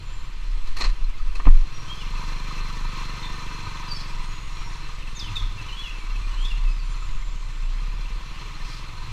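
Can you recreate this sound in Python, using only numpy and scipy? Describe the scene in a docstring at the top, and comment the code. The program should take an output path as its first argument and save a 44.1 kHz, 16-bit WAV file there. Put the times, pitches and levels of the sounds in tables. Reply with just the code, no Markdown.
"""Scooter on a lane

A small single-cylinder scooter rolls along a lane, heard by one microphone in a camera on the rider.
Each firing is a filtered pulse over gas noise; in some spans it is a blunt pop with a valve tick.
Sines and noise shake the camera mount; noise through resonances makes the casing rattle and road rush.
Decaying rings and shaped noise make ticks, brushing and a crunching speed bump; gliding sines make birds
chirp by the roadside and twitter in the hedges, and a noise burst rustles the leaves."""
import sys
import numpy as np
from scipy import signal
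from scipy.fft import rfft, irfft, next_fast_len
from scipy.io import wavfile
from scipy.ndimage import uniform_filter1d, map_coordinates

SR = 44100
rng = np.random.default_rng(int(sys.argv[2]) if len(sys.argv) > 2 else 0)


def waveform_to_disk(signal):
    """Save audio, clipped to [-1, 1], as 16-bit WAV at the path in sys.argv[1]."""
    frames = np.transpose(np.atleast_2d(signal))
    scaled = np.clip(frames, -1, 1) * 32767
    samples = np.round(scaled).astype(np.int16)
    wavfile.write(sys.argv[1], SR, samples)


N = 402191
TIME = np.arange(N) / SR

# engine speed: time_s, firing_rate_hz
SPEED = [(0.0, 14.4), (0.3, 14.8), (0.76, 14.1), (1.01, 12.4), (1.3, 11.7), (1.44, 14.8), (1.7, 18.1),
         (1.98, 21.9), (2.14, 23.2), (2.39, 24.4), (2.71, 24.7), (3.53, 24.2), (3.95, 23.2), (4.29, 20.9),
         (4.7, 22), (4.92, 21.6), (5.08, 20.0), (5.25, 21.4), (5.41, 20.3), (5.62, 20), (5.76, 18.9),
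         (6.1, 17.4), (6.83, 15.5), (6.99, 15.8), (7.31, 14.6), (7.5, 14.5), (7.72, 15.4), (7.99, 17.8),
         (8.3, 20), (8.51, 20.9), (9.12, 21.6)]
# throttle opening, sets the engine levels: time_s, opening_db
THROTTLE = [(0, -8.5), (.35, -9), (1.4, -8.5), (1.85, -2.5), (2.2, 2), (3.2, 3), (4.1, 0.7), (4.47, -2.5),
            (4.75, 0), (5, -3.5), (5.31, -1), (5.8, -2), (6.8, -4.5), (7.21, -6), (7.6, -6.5), (8.2, -3),
            (8.7, -1), (9, -2.4), (9.12, -1.5)]
# camera casing resonances: centre_hz, width_hz, level_db
CASING = [(988, 127, 2), (1091, 107, 2), (1237, 155, 1.5), (1535, 69, -3.5), (1797, 69, -3),
          (2052, 230, -5.5), (2387, 157, -4), (2639, 83, 0), (3290, 200, -11.5), (3510, 170, -10),
          (4145, 260, -2.5), (4530, 190, -26), (5830, 1730, -16)]


def amp(db):
    """Amplitude ratio of a level in dB."""
    return 10 ** (np.asarray(db) / 20)


def unit(x):
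    """x scaled to rms 1."""
    return x / np.sqrt(np.mean(x ** 2) + 1e-20)


def curves(rows):
    """One value per sample for each column after the time."""
    time_s, *columns = np.transpose(rows)
    return [np.interp(TIME, time_s, column) for column in columns]


def wobble(rate_hz):
    """Smooth random curve, rate_hz knots a second."""
    knots = rng.standard_normal(int(N * rate_hz / SR) + 4)
    fine = map_coordinates(knots, [np.arange(8 * len(knots)) / 8])
    return np.interp(8 * rate_hz * TIME, np.arange(len(fine)), fine)


def filtered(x, response):
    """x through a complex response of frequency."""
    size = next_fast_len(N + SR)
    spectrum = rfft(x, size) * response(np.fft.rfftfreq(size, 1 / SR))
    return irfft(spectrum, size)[:N]


def modes(rows):
    """Causal response of parallel resonances (centre_hz, width_hz, level_db), signs alternating."""
    def response(f):
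        total = 0
        for k, (hz, width_hz, db) in enumerate(rows):
            damping = 1j * f * width_hz
            total = total + (-1) ** k * amp(db) * damping / (hz * hz - f * f + damping)
        return total
    return response


def colour(points):
    """Gain through (frequency_hz, level_db) points on a log frequency axis."""
    point_hz, db = np.transpose(points)
    return lambda hz: amp(np.interp(np.log(hz + 1), np.log(point_hz + 1), db))


def levelled(x, window_s):
    """x held near rms 1 over a sliding, twice-smoothed window."""
    size = int(window_s * SR)
    power = uniform_filter1d(uniform_filter1d(x * x, size), size)
    return x / np.sqrt(np.abs(power) + 1e-20)


def patchy(patchy_db):
    """White noise with patches of random gain in time and frequency."""
    z = signal.stft(rng.standard_normal(N), nperseg=512)[2]
    field = uniform_filter1d(uniform_filter1d(rng.standard_normal(z.shape), 5, 0), 8, 1)
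    return signal.istft(z * amp(patchy_db * unit(field)), nperseg=512)[1][:N]


def swells(events, width_s):
    """Sum of bell-shaped gains around (time_s, peak_db) events."""
    return sum(amp(db) * np.exp(-.5 * ((TIME - s) / width_s) ** 2) for s, db in events)


def cycle():
    """Firing count over time: the integral of a slightly unsteady firing rate."""
    late_cycles = .37  # the first firing comes this far in
    rate_hz = curves(SPEED)[0] * (1 + .002 * wobble(10))
    return np.cumsum(rate_hz) / SR + 1 - late_cycles


def hedge():
    """Short blurred notes flutter in the hedges and smear into echoes; once the leaves rustle close by."""
    # leaves rustling past: time_s, spread_s, centre_hz, width_hz, level_db
    leaf_burst = (8.73, .06, 4500, 2200, -47)
    # faint far notes: start_s, length_s, pitch_hz, level_db
    twitter_notes = [(0, 0.28, 7200, -64), (3.3, 0.16, 5400, -60), (4.04, .13, 7660, -62),
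                     (4.2, .3, 6660, -56.5), (4.2, .1, 8800, -61), (4.43, .08, 8750, -62),
                     (4.45, .3, 7050, -62), (4.5, 0.28, 5600, -54), (4.62, 0.15, 8800, -67),
                     (4.86, .16, 7800, -65), (5.06, .1, 8800, -64), (5.95, .12, 7200, -62),
                     (5.98, .07, 8800, -66), (6.15, .3, 7900, -65), (6.33, .18, 8700, -69),
                     (6.35, 0.18, 7170, -60), (6.82, 0.19, 7140, -58), (6.84, .12, 8800, -64),
                     (6.86, .08, 6300, -59), (6.97, .15, 7500, -59), (7, .12, 7150, -61),
                     (7.05, 0.17, 6750, -62), (7.17, 0.34, 7320, -61), (7.26, .2, 6520, -60),
                     (7.5, 0.17, 7300, -64), (6.6, 0.22, 7600, -66), (7.3, 0.28, 7650, -70),
                     (7.35, 0.18, 8800, -69)]
    blur, drift, flutter_db = .011, .007, 2.8  # blur and drift are shares of pitch
    echo_t60_s, echo_db = 1, 0.5

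    s, spread_s, leaf_hz, width_hz, leaf_db = leaf_burst
    leaves = unit(filtered(rng.standard_normal(N), lambda f: modes([(leaf_hz, width_hz, 0)])(f) ** 2))
    rustle = amp(leaf_db + 1.4 * wobble(96)) * np.exp(-.5 * ((TIME - s) / spread_s) ** 2) * leaves

    notes = np.zeros(N)
    for start_s, length_s, hz, db in twitter_notes:
        here = slice(round(start_s * SR), round((start_s + length_s) * SR))
        u = (TIME[here] - start_s) / length_s
        pitch_hz = hz * (1 + blur * wobble(600)[here] + drift * wobble(11)[here])
        shape = np.sqrt(np.sin(np.pi * np.clip(u, 0, 1)))
        size = amp(db - 1 + flutter_db * wobble(35)[here]) * shape
        notes[here] += size * np.sin(2 * np.pi * np.cumsum(pitch_hz) / SR)

    t = TIME[:SR // 2]
    far = rng.standard_normal(len(t)) * amp(-60 * t / echo_t60_s)
    echoes = signal.fftconvolve(notes, far / np.linalg.norm(far))[:N]
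    return rustle + notes + amp(echo_db) * echoes


def birds():
    """Gliding, slightly husky whistles, trailed by scattered echoes from the lane."""
    # bird notes: start_s, length_s, start_hz, end_hz, level_db
    chirp_notes = [(0.12, 0.042, 7370, 7300, -58), (.22, .08, 7270, 7220, -66),
                   (.54, 0.14, 7870, 7700, -67), (1.73, 0.09, 5760, 5610, -49.5),
                   (1.873, 0.085, 3090, 3290, -41), (1.943, 0.057, 3230, 3210, -47),
                   (1.972, .045, 3430, 3430, -49), (1.96, 0.12, 5140, 5220, -56),
                   (1.999, 0.043, 3200, 2660, -43), (3.226, 0.018, 3920, 3560, -40),
                   (3.242, 0.04, 3470, 3600, -41), (3.877, .022, 4850, 4900, -42),
                   (3.9, 0.047, 4740, 4600, -33.5), (3.947, .013, 4800, 5500, -42),
                   (3.957, 0.032, 5380, 5100, -43), (3.994, .04, 5150, 5080, -51),
                   (3.988, .04, 4600, 4600, -49), (3.968, 0.04, 3330, 3350, -47),
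                   (4.002, 0.013, 4380, 4100, -40), (5.145, .05, 3680, 3620, -49),
                   (5.151, 0.049, 7280, 5830, -43.5), (5.191, 0.017, 5900, 4430, -36.5),
                   (5.199, 0.039, 3860, 3310, -35), (5.233, 0.036, 3160, 3010, -43),
                   (5.27, .035, 2970, 2575, -45), (5.355, 0.036, 3840, 3470, -30.5),
                   (5.385, 0.035, 3510, 3300, -39.5), (5.575, 0.042, 2760, 2607, -40.5),
                   (5.675, 0.048, 3280, 2660, -43), (5.718, 0.033, 2900, 3100, -39.5),
                   (5.768, 0.066, 3290, 3390, -36.5), (5.835, 0.065, 3090, 2514, -35.5),
                   (5.92, .085, 2630, 2655, -49), (5.99, 0.086, 2326, 2260, -48.5),
                   (6.13, 0.073, 1800, 1830, -52), (6.22, 0.065, 2390, 2456, -48),
                   (6.299, 0.056, 2990, 2890, -47), (6.365, 0.089, 2970, 3290, -45),
                   (6.424, 0.086, 3280, 3500, -41.5), (6.441, 0.036, 3410, 3760, -42.5),
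                   (6.47, .05, 4980, 4860, -56), (6.5, 0.04, 3000, 2620, -39),
                   (6.645, 0.08, 2660, 2575, -45), (6.686, 0.064, 4860, 5070, -56),
                   (6.763, .03, 5060, 4850, -56), (6.791, 0.025, 4800, 4330, -48)]
    settle, swell_share, edge_db = 1.6, .4, -9
    overtone_db, breath_db = -31.5, -19

    dry, quiver = np.zeros(N), wobble(250)
    breath_colour = colour([(2000, -30), (4000, 11.0), (15000, -16)])
    breath = amp(breath_db) * unit(filtered(rng.standard_normal(N), breath_colour))
    for start_s, length_s, start_hz, end_hz, db in chirp_notes:
        u = np.linspace(0, 1, round(length_s * SR))
        here = slice(round(start_s * SR), round(start_s * SR) + len(u))
        edge = np.clip(np.minimum(u, 1 - u) * length_s / .002, 0, 1)
        # the glide is quick at first and settles; the level swells, then fades
        hz = start_hz + (end_hz - start_hz) * np.expm1(-settle * u) / np.expm1(-settle)
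        level_db = db + np.interp(u, [0, swell_share, 1], [edge_db, 0, edge_db])
        phase = 2 * np.pi * np.cumsum(hz * (1 + .006 * quiver[here])) / SR
        whistle = np.sin(phase) + amp(overtone_db) * np.sin(2 * phase) + breath[here]
        dry[here] += np.sqrt(2) * amp(level_db) * edge * whistle

    t = TIME[:SR // 3]
    lane = rng.standard_normal(len(t)) * amp(-60 * t / .5) * (t > .004)
    wet = amp(-4.5) * signal.fftconvolve(dry, lane / np.linalg.norm(lane))[:N]
    return amp(2.2) * (amp(2 * wobble(110) - 1.2) * dry + wet)


def ticks():
    """Each loose tick is one short ring of the casing over a noise click."""
    # ticks in the casing: time_s, level_db, ring_hz
    tick_rows = [(.811, -25, 4240), (.8405, -26, 4220), (1.043, -37, 4150), (1.1378, -39, 2100),
                 (1.2, -36, 1250), (1.3542, -29, 2580), (1.4715, -20.5, 1020), (2.176, -33, 2540),
                 (2.58, -30, 2650), (2.9981, -34, 2740), (5.025, -35, 2650), (5.074, -30.5, 2630),
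                 (5.366, -27, 2590), (6.103, -33, 2710), (6.159, -31, 2590), (6.457, -33, 2550),
                 (6.581, -37, 4230), (7.0908, -36, 2060), (7.2245, -37, 2150), (8.0568, -35, 2690),
                 (8.3776, -35.5, 2660)]
    out, t = np.zeros(N + SR), TIME[:SR // 10]
    for s, db, hz in tick_rows:
        ring = np.sin(2 * np.pi * hz * t) * amp(-60 * t / 0.044) * (1 - np.exp(-t / 0.0011))
        click = 0.072 * amp(-60 * t / 0.013) * rng.standard_normal(len(t))
        out[round(s * SR):][:len(t)] += amp(db) * (ring + click)
    return out[:N]


def brush_and_crunch():
    """Gritty noise in fast-rising, dying bursts: brushing of the casing, then the speed bump's crunch."""
    # brushing, then from 1.453 s the crunch of the bump: start_s, rise_s, t60_s, level_db, lowpass_hz
    bursts = [(.65, 0.037, 0.31, -35, 14000), (.762, 0.0077, 0.55, -34, 14000),
              (0.808, 0.0027, 0.093, -21.5, 8950), (0.838, .001, 0.26, -30, 8950),
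              (.856, .003, 0.035, -43, 6000), (1.35, 0.0013, 0.15, -36.5, 12000),
              (1.394, .006, 0.083, -27.5, 2220), (1.453, .0015, 0.049, -26, 2800),
              (1.464, .002, .05, -27, 2700), (1.474, 0.0024, 0.075, -28.5, 2400),
              (1.497, .003, 0.058, -33, 1820)]
    # grit spectrum: frequency_hz, density_db
    grit_colour = [(120, -53), (200, 4.5), (330, 0), (494, 0), (697, -6.5), (1220, 2), (1390, -9),
                   (1750, 0.5), (3750, -5.5), (4180, 2.5), (5010, -4.5), (15100, -24)]
    grit = amp(2.8 * wobble(300)) * rng.standard_normal(N)
    grit = unit(filtered(grit, lambda hz: colour(grit_colour)(hz) * (.5 + np.abs(modes(CASING)(hz)))))
    out, t = np.zeros(N), TIME[:SR // 4]
    for s, rise_s, t60_s, db, lowpass_hz in bursts:
        here = slice(round(s * SR), round(s * SR) + len(t))
        dulled = signal.sosfilt(signal.butter(5, lowpass_hz, fs=SR, output="sos"), grit[here])
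        sounding = (s > .8) | (s + t < .872)  # bursts begun before 0.8 s end abruptly at 0.872 s
        out[here] += amp(db - 60 * t / t60_s) * (1 - np.exp(-t / rise_s)) * sounding * dulled
    return out


def bump():
    """The wheel hits the bump: the mount starts to swing, the frame bottoms out a moment later."""
    # speed bump: time_s, gain_db
    bump_event = (1.4625, 2.4)
    # swing of the mount: pitch_hz, t60_s
    mount_swing = (21.9, .8)
    # frame modes: pitch_hz, level_db, t60_s
    frame_modes = [(77.4, -19.5, 0.18), (151, -21, 0.12), (256, -17.5, 0.066), (271, -34, 0.13),
                   (432, -24, 0.037), (810, -22.5, 0.038), (930, -18.5, 0.032), (1236, -26, 0.057),
                   (2055, -47, 0.034), (2620, -37, .04)]
    s, gain_db = bump_event
    swing_hz, swing_t60_s = mount_swing

    t = np.clip(TIME - s, 0, None)
    out = amp(-60 * t / swing_t60_s) * (1 - np.exp(-t / .009)) * np.sin(2 * np.pi * swing_hz * t)
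    t = np.clip(t - .007, 0, None)
    blow = 1 - np.exp(-(t / .0012) ** 2)
    for hz, level_db, t60_s in frame_modes:
        out += amp(level_db - 60 * t / t60_s) * blow * np.sin(2 * np.pi * hz * t)
    damping = np.clip((s + 0.183 - TIME) / 0.027, 0, 1)  # the rider's body damps the swing
    return amp(gain_db) * out * damping


def running(turns):
    """Valve gear rattles each casing mode by fits, strongest at each firing; road and air rush under it."""
    # road and air spectrum: frequency_hz, density_db
    road_colour = [(100, -24), (170, -16), (240, -13), (270, -11), (305, -2.5), (345, -8.5), (500, -11.5),
                   (700, -15), (1000, -7), (1650, -11.5), (2600, -7.5), (4000, -12.5), (6000, -20),
                   (7500, -23), (9000, -29), (12000, -35.5), (15200, -39.5)]
    # flare-ups of the lowest casing mode: time_s, added_gain_db
    flares = [(2.22, -4), (3.27, 0), (3.4, -1), (3.65, -4), (3.84, 5), (4.2, 6)]
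    rattle_db, rush_db, rush_follows = -43, -44.5, 0.53  # rush_follows: dB per dB of throttle
    flare_s = 0.036

    throttle_db, = curves(THROTTLE)
    beat = amp(2.5 * np.exp(-4 * (turns % 1)) + .6 * wobble(8) + .8 * wobble(40))
    rattle = np.zeros(N)
    for hz, width_hz, db in CASING:
        # a new random gain every 500 samples
        fits = np.repeat(amp(2.3 * rng.standard_normal(N // 500 + 1)), 500)[:N]
        if hz == CASING[0][0]:
            fits = fits * (1 + swells(flares, flare_s))
        taps = beat * fits * rng.standard_normal(N)
        rattle += amp(db) * filtered(taps, lambda f: modes([(hz, width_hz, 0)])(f) ** 2)
    rush = unit(filtered(np.sqrt(beat) * patchy(patchy_db=1.5), colour(road_colour)))
    return amp(rattle_db + throttle_db) * unit(rattle) + amp(rush_db + rush_follows * throttle_db) * rush


def mount(turns):
    """Firing, crank imbalance (twice as fast) and road shake the springy mount; jolts swell the shake."""
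    # resonances of the mount: centre_hz, width_hz, level_db
    spring_modes = [(23.08, 6.1, -0.5), (31.5, 8.26, 3.5)]
    # motion of the mount: time_s, shake_db, slow_sway_db
    motion = [(0, -28, -20), (.25, -34.5, -30.5), (.5, -25, -28.5), (.74, -32, -18.5), (1.1, -33.5, -23.5),
              (1.33, -22.5, -15.5), (1.72, -40, -24.5), (2.1, -25, -40), (2.7, -27, -34), (3.7, -33.5, -35),
              (4.3, -27.5, -33.5), (5.1, -31.5, -32.5), (5.9, -33, -37), (6.2, -22.5, -32),
              (6.9, -25, -34.5), (7.2, -28.5, -22), (7.6, -25, -41.5), (8.05, -25.5, -32.5),
              (8.3, -33.5, -35.5), (9.12, -33, -43)]
    # jolts from the road surface: time_s, peak_db
    jolts = [(.885, -16), (1.05, -18), (1.25, -29), (2.86, -27.5), (4.17, -32), (5.45, -24), (6.67, -19.5),
             (8.64, -31), (9.0, -37)]
    shake_wander_db, sway_wander_db, jolt_s, crank_db = 1.6, 2.2, .03, -42.5

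    shake_db, sway_db = curves(motion)
    spring = modes(spring_modes)
    force = np.sin(2 * np.pi * turns) + amp(-8.5) * np.sin(4 * np.pi * turns)
    road = unit(filtered(rng.standard_normal(N), spring))
    shake = filtered(force + amp(-14.0) * road, lambda f: spring(f) ** 2)
    sway = filtered(rng.standard_normal(N), lambda f: modes([(7.5, 7, 0)])(f) ** 3)
    shake_size = amp(shake_db + shake_wander_db * wobble(11)) + swells(jolts, jolt_s)
    sway_size = amp(sway_db + sway_wander_db * wobble(13))
    # the crank also reaches the camera stiffly
    crank = amp(crank_db + curves(THROTTLE)[0]) * np.sin(4 * np.pi * turns)
    return crank + shake_size * levelled(shake, 0.054) + sway_size * levelled(sway, 0.15)


def exhaust(turns):
    """One pressure pulse per firing leaves the silencer, its bass lagging; turbulent gas rumbles under it."""
    # silencer response: frequency_hz, gain_db
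    pipe_colour = [(30, -30), (49, -2), (73, -8), (98, -8), (122, 1), (150, -3), (196, -5.5), (245, -12),
                   (275, -19), (318, -12), (345, -22), (368, -17), (395, -21), (440, -22), (485, -13),
                   (520, -22), (620, -50)]
    # crispness of the firings: time_s, crisp_share
    crispness = [(0, 0), (1.5, 0.3), (2.2, .8), (3.2, 0.83), (3.9, 0.64), (4.3, 0.35), (4.8, .1),
                 (5.1, 0.8), (5.8, 0.8), (6.4, 0.5), (7.3, 0), (7.9, 0.9), (8.5, 0.33), (9.12, 0.3)]
    # turbulent gas and panels: frequency_hz, density_db
    gas_colour = [(30, -37), (42, -12), (62, 0), (86, -6.5), (110, -3.5), (135, -12), (165, -20),
                  (260, -26), (400, -70)]
    # puffs of turbulent gas: time_s, peak_db
    puffs = [(0.02, -43.5), (.86, -54), (1.84, -39), (2.88, -67), (3.66, -44), (4.16, -50), (5.32, -38),
             (5.45, -42), (5.62, -44), (6.1, -61), (6.26, -47), (7.09, -45), (7.69, -52), (7.9, -45.5),
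             (8.93, -53), (9.09, -40.5)]
    # boom of a puff in the pipe: centre_hz, width_hz, level_db
    puff_ring = [(97.2, 39, 0)]
    # spans of blunt putt-putt firings: start_s, end_s, pop_level_db
    blunt_spans = [(-0.5, 1.57, -55.5), (5.3, 6.5, -50)]
    # resonance of a blunt pop: centre_hz, width_hz, level_db
    pop_ring = [(114, 113, 0)]
    thud_db, thud_follows = -44, 1  # thud_follows: dB per dB of throttle
    gas_db, gas_wander_db, puff_s = -48, 1.5, 0.077
    gas_calms = 0.27  # dB less rumble per dB of throttle
    pop_dull_hz, change_s = 260, 0.033
    valve_db, valve_scatter_db = -9, 5

    throttle_db, = curves(THROTTLE)
    load = np.clip((curves(SPEED)[0] - 15) / 8, 0, 1)
    fired = np.flatnonzero(np.diff(np.floor(turns)))
    pulses = np.zeros(N)
    # a slower engine fires less evenly
    pulses[fired] = amp((1.8 - 1.4 * load[fired]) * rng.standard_normal(len(fired)))

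    def lag(hz):
        return np.exp(-2j * np.pi * (1.2 * np.log(hz + 20)))

    def again(hz):
        # the low part of each pulse runs back along the pipe and leaves a second time
        return 1 + .55 * np.exp(-2j * np.pi * hz * .0136) / (1 + (hz / 210) ** 4)

    sharp = filtered(pulses, lambda hz: colour(pipe_colour)(hz) * lag(hz) * again(hz))
    # duller firings, lowpassed, mixed in as the crispness falls
    dull = filtered(sharp, lambda hz: 1 / np.sqrt(1 + (hz / 165) ** 10))
    crisp = np.clip(curves(crispness)[0], 0, 1)
    thud = levelled(crisp * unit(sharp) + (1 - crisp) * unit(dull), .3)

    gas = unit(filtered(rng.standard_normal(N), colour(gas_colour)))
    boom = unit(filtered(rng.standard_normal(N), lambda hz: modes(puff_ring)(hz) ** 2))
    gas_size = amp(gas_db - gas_calms * throttle_db + gas_wander_db * wobble(9.9))
    rumble = gas_size * gas + swells(puffs, puff_s) * boom

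    pop = unit(filtered(pulses, lambda hz: modes(pop_ring)(hz) / (1 + 1j * hz / pop_dull_hz) ** 2))
    # a valve ticks with the pops, louder as the crispness rises
    valve_hits = pulses * amp(valve_scatter_db * rng.standard_normal(N))
    valve = unit(filtered(valve_hits, lambda hz: modes([(2620, 420, 0)])(hz) ** 2))
    pop_and_valve = levelled(pop, .3) + amp(valve_db) * crisp * valve

    pops, blunt = np.zeros(N), np.zeros(N)
    for start_s, end_s, db in blunt_spans:
        share = np.clip(np.minimum(TIME - start_s, end_s - TIME) / change_s + .5, 0, 1)
        pops += amp(db) * share * pop_and_valve
        blunt += share
    return pops + (1 - blunt) * amp(thud_db + thud_follows * throttle_db) * thud + rumble


def scene():
    """All sources summed, the same in both channels."""
    turns = cycle()
    nature = hedge() + birds()
    knocks = ticks() + brush_and_crunch() + bump()
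    one = nature + knocks + running(turns) + mount(turns) + exhaust(turns)
    return np.array([one, one])


def record(dry):
    """The input stage rounds off the loudest swing; nothing is kept above the band limit."""
    top_hz = 15280
    soft = dry[0] / (1 + np.abs(dry[0] / .95) ** 12) ** (1 / 12)
    one = filtered(soft, lambda hz: hz < top_hz)
    return np.array([one, one])


dry = scene()
out = record(dry)
waveform_to_disk(out)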